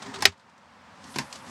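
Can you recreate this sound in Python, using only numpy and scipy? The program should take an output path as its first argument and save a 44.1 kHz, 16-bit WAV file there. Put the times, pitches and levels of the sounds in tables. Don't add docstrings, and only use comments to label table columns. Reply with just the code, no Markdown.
import sys
import numpy as np
from scipy import signal
from scipy.fft import rfft, irfft
from scipy.io import wavfile

SR = 44100
rng = np.random.default_rng(int(sys.argv[2]) if len(sys.argv) > 2 else 0)


def bounce(signal):
    frames = np.transpose(np.atleast_2d(signal))
    limited = np.clip(frames, -1, 1)
    pcm = np.round(limited * 32767).astype(np.int16)
    wavfile.write(sys.argv[1], SR, pcm)


N = 66150
RISE_S = 0.0018


def undb(db):
    return 10 ** (np.asarray(db) / 20)


def clock(start=0):
    return np.maximum(np.arange(N) / SR - start, 0)


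def noise(spectrum, tilt_db=0):
    hz, db = np.array(spectrum, float).T
    octave = np.log2(np.maximum(np.arange(N // 2 + 1) * SR / N, 1))
    colour = undb(np.interp(octave, np.log2(hz), db) + tilt_db * octave)
    x = irfft(rfft(rng.standard_normal(N)) * colour, N)
    return x / x.std()


def envelope(start, rise, t60, hold=0):
    t = clock(start)
    return np.minimum(t / rise, 1) * np.exp(-np.log(1000) * np.maximum(t - rise - hold, 0) / t60)


def ring(modes, start, rise):
    out = 0
    for hz, db, t60 in modes:
        tone = np.sin(2 * np.pi * (hz * clock(start) + rng.random()))
        out += undb(db) * envelope(start, max(rise, 1 / hz), t60) * tone
    return out


def wander(per_s):
    return np.interp(clock() * per_s, np.arange(N), rng.standard_normal(N))


# f/Hz, level/dB
HUSH_SPECTRUM = [(30, -20), (85, -4.5), (130, -7), (215, 0), (400, -21), (540, -2.5), (620, -8),
                 (900, -2.5), (1300, -5.5), (2200, -13), (5000, -22.5), (8000, -32.5), (12000, -49)]


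def outdoor_hush():
    return undb(-47.5) * noise(HUSH_SPECTRUM)


# t/s, level/dB
STRAP_PULL = [(1.0, -81), (1.12, -54), (1.209, -63), (1.5, -65)]


def webbing_zip():
    s, db = np.array(STRAP_PULL).T
    band = signal.butter(6, (7700, 11600), "bandpass", fs=SR, output="sos")
    hiss = signal.sosfilt(band, rng.standard_normal(N))
    return hiss / hiss.std() * undb(np.interp(clock(), s, db))


# t/s, length/s, f/Hz, level/dB
GROANS = [(0.047, 0.093, 268, -45.5), (0.035, 0.077, 400, -45.5), (0.13, 0.076, 395, -41.5),
          (1.006, 0.19, 268, -45.5)]
RUB_PER_S, RUB_DB = 41, 4


def shell_groans():
    out = 0
    for s, length, hz, db in GROANS:
        phase = 2 * np.pi * hz * clock() + wander(per_s=32)
        swell = np.sin(np.pi * np.minimum(clock(s) / length, 1))
        out += undb(db) * swell * np.sin(phase)
    return out * undb(RUB_DB * wander(RUB_PER_S))


# t/s, rubbing level/dB, strap level/dB
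HANDLING = [(0, -44.5, -56), (0.079, -42.5, -54), (.125, -50.5, -54), (.24, -42.5, -53), (.35, -51, -65.5),
            (0.899, -62.5, -66.5), (0.998, -53, -60), (1.08, -46, -51), (1.15, -57, -56.5),
            (1.228, -42.5, -56), (1.29, -67, -61.5), (1.358, -51, -47.5), (1.42, -51.5, -63),
            (1.5, -42.5, -48.5)]
# t/s, level/dB, t60/s
SCRAPES = [(0.019, -38.5, 0.13), (0.06, -43.5, 0.088), (0.138, -33, 0.076), (0.156, -40, 0.062),
           (0.2055, -40.5, 0.17), (.317, -39, 0.11), (0.393, -45.5, 0.11), (1.14, -41, 0.16),
           (1.355, -43, 0.04)]
# f/Hz, level/dB
RUB_SPECTRUM = [(45, -21), (90, 0), (170, -2.5), (260, 1.5), (330, -8), (400, -6.5), (600, -15.5),
                (1000, -2.5), (1400, -22), (1800, -8), (2600, -29.5), (6000, -51.5)]
STRAP_SPECTRUM = [(300, -14), (1500, 0.5), (5200, 6.5), (8500, 0.5), (12000, -25), (16000, -28)]
SCRAPE_SPECTRUM = [(200, -11.5), (1000, 9), (2200, -1.5), (3800, 2.5), (5500, -4), (8000, -7.5),
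                   (10500, -21.5), (16000, -43.5)]


def hands():
    s, rub_db, strap_db = np.array(HANDLING).T
    rub = noise(RUB_SPECTRUM) * undb(np.interp(clock(), s, rub_db) + RUB_DB * wander(RUB_PER_S))
    strap = noise(STRAP_SPECTRUM) * undb(np.interp(clock(), s, strap_db))
    strokes = sum(undb(db) * envelope(start, rise=0.004, t60=t60) for start, db, t60 in SCRAPES)
    scrapes = noise(SCRAPE_SPECTRUM) * strokes
    grain = undb(wander(per_s=140))
    return rub + (strap + scrapes) * grain


# t/s, level/dB
CLINKS = [(0.0246, -43), (.065, -55.5), (.141, -49), (.1585, -59), (.187, -47), (0.205, -44.5),
          (.376, -53.5), (.495, -55.5), (.578, -53.5), (1.04, -45.5), (1.3255, -37.5), (1.3565, -44)]
# f/Hz, level/dB
CLINK_SPECTRUM = [(800, -10.5), (2800, -5.5), (4800, 0), (8500, -5), (10500, -20), (16000, -36)]


def buckle_clinks():
    touches = 0
    for s, db in CLINKS:
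        tail = undb(-11.5) * envelope(s, RISE_S, t60=0.077)
        touches += undb(db) * (envelope(s, RISE_S, t60=0.039) + tail)
    return noise(CLINK_SPECTRUM) * touches


# t/s, level/dB, upper modes/dB, bass modes/dB, tilt/(dB per octave)
KNOCKS = [(0.222, -22.5, -7.5, -11, -0.36), (1.1583, -30, -5.5, 5, -.8), (1.185, -24, -2.5, -3, -1.14)]
# f/Hz, relative level/dB, t60/s
SHELL_MODES = [(142, -12, .19), (217, -7.5, .18), (262, -7.5, .16), (330, -9, .12), (404, -14, .1),
               (780, -10, .09), (930, -5, .12), (1050, -2, .1), (1580, -8, .06), (1780, -9, .07),
               (2740, -14, .1)]
# f/Hz, level/dB
CLACK_SPECTRUM = [(70, -8.5), (250, -4.5), (550, -12), (1050, 6.5), (1300, -13.5), (1650, 1.5),
                  (3300, -7.5), (5300, -2.5), (7000, -9.5), (11000, -19), (14000, -39)]
SHELL_BASS_HZ = 500


def shell_knocks():
    out = 0
    for s, db, upper_db, bass_db, tilt_db in KNOCKS:
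        modes = [(hz, mode_db + (bass_db if hz < SHELL_BASS_HZ else upper_db), t60)
                 for hz, mode_db, t60 in SHELL_MODES]
        fade = envelope(s, RISE_S, t60=0.035) + undb(-6.5) * envelope(s, RISE_S, t60=0.16)
        clack = noise(CLACK_SPECTRUM, tilt_db) * fade
        out += undb(db) * (clack + undb(-0.5) * ring(modes, s, RISE_S))
    return out


HOUSING_HZ, HOUSING_FALL_HZ_PER_S = 900, 8400


def latch_housing(start, catch_s):
    hz = HOUSING_HZ - HOUSING_FALL_HZ_PER_S * np.minimum(clock(start), catch_s - start)
    return undb(-25.5) * envelope(start, RISE_S, t60=0.11) * np.sin(2 * np.pi * np.cumsum(hz) / SR)


# t/s, level/dB
TICKS = [(0.2233, -22), (0.2556, -7.5), (1.185, -28)]
# f/Hz, level/dB
TICK_SPECTRUM = [(1500, -12.5), (4000, -4.5), (8000, -0.5), (12000, -3.5), (16000, -21.5)]


def metal_ticks():
    contacts = sum(undb(db) * envelope(s, rise=0.00073, t60=0.0043) for s, db in TICKS)
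    return noise(TICK_SPECTRUM) * contacts


# t/s, relative level/dB, tilt/(dB per octave)
CLICKS = [(0.2532, 1.5, 1.5), (0.2596, -1, -1.5)]
# f/Hz, level/dB
CRACK_SPECTRUM = [(100, -16.5), (400, -7.5), (750, -6), (1100, -11), (2000, 0.5), (3400, -7), (4400, 0),
                  (6200, -5), (7200, -9.5), (16000, -28.5)]
CABIN_SPECTRUM = [(80, -24), (400, -6), (2300, 1.5), (5500, -4.5), (8000, -12), (11000, -30.5),
                  (16000, -43)]
# f/Hz, relative level/dB, t60/s
LATCH_MODES = [(398, -6.5, .11), (790, -7, .06), (1351, -7.5, .045), (1530, -10, .045), (1845, -3.5, .048),
               (1970, -3, .055), (2245, -7, .07), (2375, -8, .07), (2500, -.5, .06), (3012, 0, .042),
               (3890, 0, .042), (4270, -2, .042), (4510, -1, .055), (4968, -4, .04), (5145, -4, .042),
               (6250, -6, .04)]
BASE_MODES = [(89.7, 2, 0.12), (175, -7.5, .15), (236.1, -5, 0.082)]
CATCH_S, SNAP_RISE_S = CLICKS[0][0], 0.0026


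def latch_snap():
    clicks = 0
    for s, db, tilt_db in CLICKS:
        crack = noise(CRACK_SPECTRUM, tilt_db) * envelope(s, SNAP_RISE_S, t60=0.012, hold=0.0026)
        cabin_tail = noise(CABIN_SPECTRUM, tilt_db) * envelope(s, RISE_S, t60=0.087)
        clicks += undb(db) * (undb(-10.5) * crack + undb(-9) * cabin_tail)
    ringing = undb(-6) * ring(LATCH_MODES, CATCH_S, SNAP_RISE_S)
    thump = undb(-23.5) * ring(BASE_MODES, CATCH_S, rise=0.027)
    return clicks + ringing + thump


def scene():
    latch = metal_ticks() + latch_snap() + latch_housing(KNOCKS[0][0], CATCH_S)
    seat = shell_knocks() + buckle_clinks() + hands() + shell_groans() + webbing_zip()
    return (latch + seat + outdoor_hush())[None]


def smooth(x, seconds):
    pole = np.exp(-1 / (seconds * SR))
    return signal.lfilter([1 - pole], [1, -pole], x)


LIMIT_DB, DETECT_S, ATTACK_S, RECOVERY_DB_PER_S = -15, 0.0041, 0.0026, 14
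LOW_CUT_HZ, TOP_HZ = 66, 16000


def record(dry):
    level_db = 10 * np.log10(smooth(dry[0] ** 2, DETECT_S) + 1e-12)
    excess_db = np.maximum(level_db - LIMIT_DB, 0)
    recovery_db = RECOVERY_DB_PER_S * clock()
    duck_db = np.maximum.accumulate(excess_db + recovery_db) - recovery_db
    clipped = np.tanh(dry * undb(-smooth(duck_db, ATTACK_S)))
    low_cut = signal.butter(6, LOW_CUT_HZ, "highpass", fs=SR, output="sos")
    high_cut = signal.ellip(8, .2, 70, TOP_HZ, fs=SR, output="sos")
    return signal.sosfilt(high_cut, signal.sosfilt(low_cut, clipped))


dry = scene()
out = record(dry)
bounce(out)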